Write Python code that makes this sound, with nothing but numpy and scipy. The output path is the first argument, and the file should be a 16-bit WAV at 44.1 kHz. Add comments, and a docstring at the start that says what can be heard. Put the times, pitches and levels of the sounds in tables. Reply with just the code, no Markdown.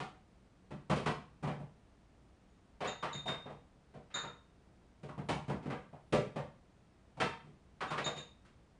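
"""Containers knock on the plastic shelves of a refrigerator being searched in a small, hard-walled kitchen.
Each knock is noise shaped by shelf, container and room resonances, and makes the cabinet's air boom.
Glass jars clink: decaying sine modes with a bright, brief splash of shaped noise.
The search is a few metres away, so nearly all of it arrives by way of the walls.
Filtered noise makes the steady room air beneath, and sine tones a faint mains hum."""
import sys
import numpy as np
from scipy import signal
from scipy.fft import rfft, irfft, next_fast_len
from scipy.io import wavfile
from scipy.ndimage import uniform_filter1d, map_coordinates

SR = 44100
rng = np.random.default_rng(int(sys.argv[2]) if len(sys.argv) > 2 else 0)


def store_pcm(level_fs):
    """Save levels as 16-bit WAV."""
    pcm = np.round(np.clip(level_fs, -1, 1) * 32767).astype(np.int16)
    wavfile.write(sys.argv[1], SR, np.atleast_2d(pcm).T)


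N = 387635  # length [samples]


def amp(db):
    """Level law: decibels to amplitude gain."""
    return 10 ** (np.asarray(db) / 20)


def unit(x):
    """Power normalisation: x scaled to rms 1."""
    return x / np.sqrt(np.mean(x ** 2) + 1e-20)


def along(points, hz):
    """Logarithmic interpolation: (frequency, value) points read on a log frequency axis."""
    f, v = np.transpose(points)
    return np.interp(np.log(hz + 1), np.log(f + 1), v)


def filtered(x, response):
    """Linear filtering: the spectrum of x times a response of frequency."""
    m = next_fast_len(len(x) + SR // 2)
    hz = np.fft.rfftfreq(m, 1 / SR)
    return irfft(rfft(x, m) * response(hz), m)[:len(x)]


def coloured(x, db_at):
    """Minimum-phase filtering: folding the cepstrum makes the gain db_at(Hz) in dB causal."""
    m = 2 * len(x)
    log_gain = np.log(amp(db_at(np.fft.rfftfreq(m, 1 / SR))))
    cepstrum = irfft(log_gain)
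    cepstrum[1:m // 2] *= 2
    cepstrum[m // 2 + 1:] = 0
    return irfft(rfft(x, m) * np.exp(rfft(cepstrum)))[:len(x)]


def add(track, s, sound):
    """Superposition: mix a sound into the track at time s."""
    start = max(round(s * SR), 0)
    track[start:start + len(sound)] += sound[:len(track) - start]


def bump(hz, centre, octaves):
    """Broad resonance: a bell of height 1 on a log frequency axis."""
    return np.exp(-np.log2((hz + 1) / centre) ** 2 / (2 * octaves ** 2))


def resonance(hz, centre, width):
    """Damped resonance: a Lorentzian peak of height 1, width in Hz."""
    return 1 / (1 + (2 * (hz - centre) / width) ** 2)


def wobble(t, rate):
    """Random modulation: a smooth curve over the times t, with rate knots a second."""
    knots = rng.standard_normal(len(t) // 100)
    return map_coordinates(knots, [t * rate])


def own_modes(hz, height_db=5, width_hz=32, low_hz=400, high_hz=9000, count=60):
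    """Modal scatter: gain in dB of narrow modes that one container adds, drawn anew for each."""
    place, strength = rng.random((count, 2)).T[:, :, None]
    centres = low_hz * (high_hz / low_hz) ** (place ** 0.8)  # modes crowd toward the treble
    widths = width_hz * np.sqrt(centres / 1000)  # and are damped more there
    grid = np.arange(0, SR / 2, 10)
    peaks = np.sum(2 * strength * height_db * resonance(grid, centres, widths), axis=0)
    peaks = 2 * height_db * np.tanh(peaks / (2 * height_db))  # neighbouring modes do not pile up
    return np.interp(hz, grid, peaks - uniform_filter1d(peaks, size=50))


# decay of the room's reverberation: (frequency [Hz], t60 [s])
REVERBERATION = [(100, 0.72), (300, 0.3), (1000, .42), (3000, 0.42), (9000, 0.38)]


def kitchen(rise, early_db, db_at, early_t60=0.29, rise_hz=5000, size=300):
    """Reverberation: one second of a blow whose reflections build up, then die, with spectrum db_at(Hz)."""
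    hz, s, z = signal.stft(rng.standard_normal(SR), SR, nperseg=256)
    late = amp(-60 * s / along(REVERBERATION, hz)[:, None])
    early = amp(early_db - 60 * s / early_t60)
    build = 1 - np.exp(-s * (1 + hz[:, None] / rise_hz) / rise)  # the treble arrives first
    tail = signal.istft(z * (late + early) * build, SR, nperseg=256)[1][:SR]
    # the room has fine ripples but no broad colour of its own
    power = np.abs(uniform_filter1d(np.abs(rfft(tail, 2 * SR)) ** 2, size=size)) + 1e-12
    return coloured(tail, lambda hz: db_at(hz) - 10 * np.log10(power))


# resonances of the shelves and liner: (frequency [Hz], width [Hz], height above the rest [dB])
SHELF_MODES = [(138.2, 14, 0), (199.5, 36, 5), (231.3, 6.7, 3), (393, 59, 3.5), (478.5, 28.5, 4.5),
               (598, 19, 2.5), (613.4, 23, 4), (746.4, 35, 8), (923, 10, 6.5), (1091, 21, 3),
               (1176, 28, 4.5), (1250, 11, 3.5), (1963, 48, 3.5), (2464, 180, 1.5), (3150, 120, 2.5)]
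# spectrum of a knock: (frequency [Hz], density [dB per Hz])
BLOW_SPECTRUM = [(30, -41.5), (70, -1), (100, -5.5), (130, 5.5), (200, 1), (310, 1), (480, -1), (1000, -3),
                 (1600, -7.5), (2600, -10.5), (4000, -17.5), (6000, -26.5), (9500, -32)]
THUD_HZ, CLICK_HZ = 315, 2000  # weight acts below the first, hardness above the second
HOLLOW_OCTAVES = 0.39  # width of a container's own resonance
# heavy knocks shake loose plastic: lower edge [Hz]; dB per dB of weight
RATTLE_HZ, RATTLE_PER_WEIGHT = 6500, 0.55


def below(hz, edge_hz):
    """Low-pass weighting: near 1 under the edge, falling toward 0 over it."""
    return 1 / (1 + np.square(hz / edge_hz) ** 2)


def knock_colour(hz, weight_db, hardness_db, hollow_hz, hollow_db):
    """Impact spectrum in dB: weight feeds bass and fine rattle, hardness the treble; containers ring hollow."""
    shelf = sum(db * resonance(hz, centre, width) for centre, width, db in SHELF_MODES)
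    thud = weight_db * below(hz, THUD_HZ)
    rattle = RATTLE_PER_WEIGHT * weight_db * (1 - below(hz, RATTLE_HZ))
    click = hardness_db * (1 - below(hz, CLICK_HZ))
    hollow = hollow_db * bump(hz, hollow_hz, HOLLOW_OCTAVES)
    return along(BLOW_SPECTRUM, hz) + shelf + thud + rattle + click + hollow


CABINET_HZ, CABINET_T60 = 147.4, 0.35  # lowest air mode of the cabinet [Hz], its decay [s]
BOOM_DB, BOOM_RISE_S = -7.5, 0.0096  # relative to a knock's level plus its weight; rise [s]


def cabinet_boom(t):
    """Cavity resonance: the cabinet's lowest air mode swings up and dies away, its pitch slightly varied."""
    hz = CABINET_HZ * (1 + rng.normal(0, 0.0081))
    swing = np.sin(2 * np.pi * hz * t) * (1 - np.exp(-t / BOOM_RISE_S))
    return amp(BOOM_DB - 60 * t / CABINET_T60) * swing


# containers meeting shelves and door: (time [s], level [dB], weight [dB], hardness [dB],
# hollow pitch [Hz], hollow height [dB], rise [s])
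CONTAINER_KNOCKS = [(0, -38, 1.5, 4.5, 1040, 6.5, 0.00088), (.705, -42.5, 8.5, -4.5, 270, 3, 0.0086),
                    (0.896, -26.5, 6.5, -0.5, 990, 5, 0.012), (.96, -38.5, 5, 7.5, 480, 8, .006),
                    (1.058, -27, 1.5, 1.5, 1110, 5, 0.0086), (1.425, -35.5, 9.5, -4, 930, 4.5, 0.022),
                    (1.471, -34, 3.5, -4.5, 720, 2.5, 0.0081), (1.596, -52, 17, -5, 710, 9.5, 0.0054),
                    (2.804, -31.5, -7.5, -1, 670, 4.5, 0.0095),
                    (2.843, -30.5, -7.5, 0.5, 1808, 2.5, 0.0083), (3.025, -32, -6, 2, 1180, 7.5, 0.0096),
                    (3.142, -45.5, 10.5, 1, 1900, 7, 0.0042), (3.255, -45, 12.5, 3.5, 777, 14, 0.0093),
                    (3.277, -32.5, -4, 2, 1470, 4.5, 0.0095), (3.454, -41, 1.5, -10, 506, 3, 0.014),
                    (3.496, -48.5, 5, -4, 790, 7.5, 0.0033), (3.937, -51, 10, -3.5, 577, 7.5, 0.014),
                    (4.101, -58.5, -13, 9, 1640, 5.5, 0.0083), (4.138, -39.5, -2, 4, 1460, 14, 0.035),
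                    (4.234, -40, -4, -4, 1310, 7.5, 0.0068), (5.03, -49, 11.5, 1, 488, 8.5, 0.0044),
                    (5.087, -46, 8, -3.5, 1150, 7.5, 0.0036), (5.177, -41, 11.5, -8, 754, 2.5, 0.0051),
                    (5.286, -29, 6.5, 3, 790, 4.5, 0.0096), (5.478, -40, 11.5, -3.5, 268, 1.5, 0.011),
                    (5.495, -32.5, 10, -8.5, 700, 3, 0.0019), (5.625, -49, 6.5, -1, 267, 7, 0.011),
                    (5.656, -40.5, 10.5, -7, 290, 8, 0.0053), (5.699, -32.5, 1, -5.5, 1850, 2, 0.009),
                    (5.928, -54.5, 12, -6, 726, 13, 0.002), (5.948, -55, -2, -14, 740, -4, 0.0024),
                    (6.123, -25.5, 6, 1, 470, 8.5, 0.0083), (6.357, -35, 5.5, -3.5, 640, 6.5, 0.012),
                    (7.169, -49, 11, -2, 720, 10, .008), (7.199, -24.5, -3, 3.5, 1600, 3.5, 0.014),
                    (7.441, -61, 18, -1, 377, 5.5, 0.034), (7.805, -32.5, -6, 2.5, 1310, 7.5, 0.0083),
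                    (7.903, -34.5, -0.5, 4.5, 1170, 10.5, 0.013),
                    (7.976, -30.5, -6, 2.5, 1700, 4.5, 0.0036), (8.06, -31, -4, 0.5, 740, 2, 0.0026),
                    (8.163, -44, 1, 6, 2630, 0.5, 0.0042), (8.447, -67, 10.5, 14, 1400, 11, 0.0097)]
EARLY_DB = 2  # first reflections over the room's tail


def containers(knock_gain_db=37.0):
    """Impact excitation: each knock drives shelves and room; a heavier one swings the cabinet's air more."""
    out, t = np.zeros(N), np.arange(SR) / SR
    for s, db, weight_db, hardness_db, hollow_hz, hollow_db, rise in CONTAINER_KNOCKS:
        def colour(hz):
            return knock_colour(hz, weight_db, hardness_db, hollow_hz, hollow_db) + own_modes(hz)
        add(out, s, amp(db + knock_gain_db) * kitchen(rise, EARLY_DB, colour))
        add(out, s, amp(db + weight_db) * cabinet_boom(t))
    return out


# spectrum of the room air, scaled as a whole: (frequency [Hz], relative density [dB per Hz])
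AIR_SPECTRUM = [(12, -38), (20, -10.5), (22, -10), (59, -6), (111, -7), (155, -10.5), (191, -9.5),
                (386, -16), (569, -20), (615, -19.5), (665, -19), (777, -22), (7240, -42), (9890, -44),
                (12900, -89.5), (21800, -120)]
AIR_DB = -65  # rms


def room_air():
    """Stationary noise: random pressure filtered to the room's spectrum."""
    noise = filtered(rng.standard_normal(N), lambda hz: amp(along(AIR_SPECTRUM, hz)))
    return amp(AIR_DB) * unit(noise)


# tones of the mains hum: (frequency [Hz], level [dB rms])
HUM_TONES = [(59.6, -73), (188.4, -78)]


def mains_hum():
    """Periodic excitation: steady electrical hum as a sum of sines in random phase."""
    t = np.arange(N) / SR
    hum = np.zeros(N)
    for hz, db in HUM_TONES:
        hum += amp(db) * np.sqrt(2) * np.sin(2 * np.pi * (hz * t + rng.random()))
    return hum


# wall modes of the jars, one entry per mode in each table: (frequency [Hz])
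JAR_HZ = [3670, 3722, 3779, 3870, 6597, 6720, 6869, 7110, 7212]
# (level before hardness and random spread [dB])
JAR_DB = [1, -14.5, -29.5, -24, -17, -36, -3, -4, -4]
# (t60 [s])
JAR_T60 = [0.38, 0.55, 0.51, .15, 0.35, 0.25, 0.16, 0.29, 0.2]
RING_ATTACK_S = 0.012  # a jar's ring builds up in the room
FLUTTER_DB, FLUTTER_PER_S = 2.5, 35  # reflections make the ring flutter: depth; changes a second


def glass_ring(t, hardness_db, upper_hz, detune=0.00201):
    """Modal superposition: two clusters of close, decaying wall modes; hardness brings out the upper one."""
    hz, level_db, t60 = np.array([JAR_HZ, JAR_DB, JAR_T60])[:, :, None]
    sizes = amp(level_db + hardness_db * (hz > upper_hz) + rng.standard_normal(hz.shape))
    pitches = hz * (1 + detune * rng.standard_normal(hz.shape))  # no two jars are quite alike
    waves = sizes * np.sin(2 * np.pi * (pitches * t + rng.random(hz.shape)))
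    ring = np.sum(waves * amp(-60 * t / t60), axis=0)
    attack = 1 - np.exp(-t / RING_ATTACK_S)
    return ring * attack * amp(FLUTTER_DB * wobble(t, FLUTTER_PER_S))


# the brief, broad ring of glass still touching glass: (frequency [Hz], density [dB per Hz])
SPLASH_SPECTRUM = [(1500, -21.5), (3400, -11), (3700, 20), (4200, 0.5), (4650, 1), (5000, -28), (6350, -21),
                   (6600, 17), (7200, -8), (7550, -16), (9500, -45)]
SPLASH_DB, SPLASH_GROWS = 32.5, 1.5  # gain at hardness 0; dB more for each dB of hardness


def glass_splash(hardness_db, upper_hz):
    """Contact excitation: touching glass sounds a broad band in the room, brighter for a harder touch."""
    def colour(hz):
        return along(SPLASH_SPECTRUM, hz) + hardness_db * (hz > upper_hz) + own_modes(hz)
    splash = kitchen(rise=0.004, early_db=0.5, db_at=colour)
    return amp(SPLASH_DB + SPLASH_GROWS * hardness_db) * splash


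# jars touching: (time [s], level [dB], hardness [dB])
JAR_CLINKS = [(2.496, -100, 7), (2.871, -46, -1.5), (2.942, -50, -16), (3.126, -45, -2.5),
              (3.162, -46.5, -20), (3.206, -51, -27), (3.268, -34.5, -16.5), (4.140, -39.5, -2.5),
              (4.165, -41.5, -3.5), (6.769, -102, 6), (7.872, -53.5, -9), (8.041, -37.5, -3.5),
              (8.171, -47, -4.5)]


def jars(upper_hz=5500):
    """Collision of shells: each clink is a modal ring plus a splash; hardness acts above upper_hz."""
    out, t = np.zeros(N), np.arange(SR) / SR
    for s, db, hardness_db in JAR_CLINKS:
        ring = glass_ring(t, hardness_db, upper_hz)
        add(out, s, amp(db) * (ring + glass_splash(hardness_db, upper_hz)))
    return out


def scene():
    """Superposition: every source summed at one distant microphone."""
    return (containers() + room_air() + mains_hum() + jars())[None]


TOP_HZ = 9950


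def record(dry):
    """Band limiting: the recorder keeps nothing above its top frequency."""
    return np.array([filtered(channel, lambda hz: hz < TOP_HZ) for channel in dry])


dry = scene()
out = record(dry)
store_pcm(out)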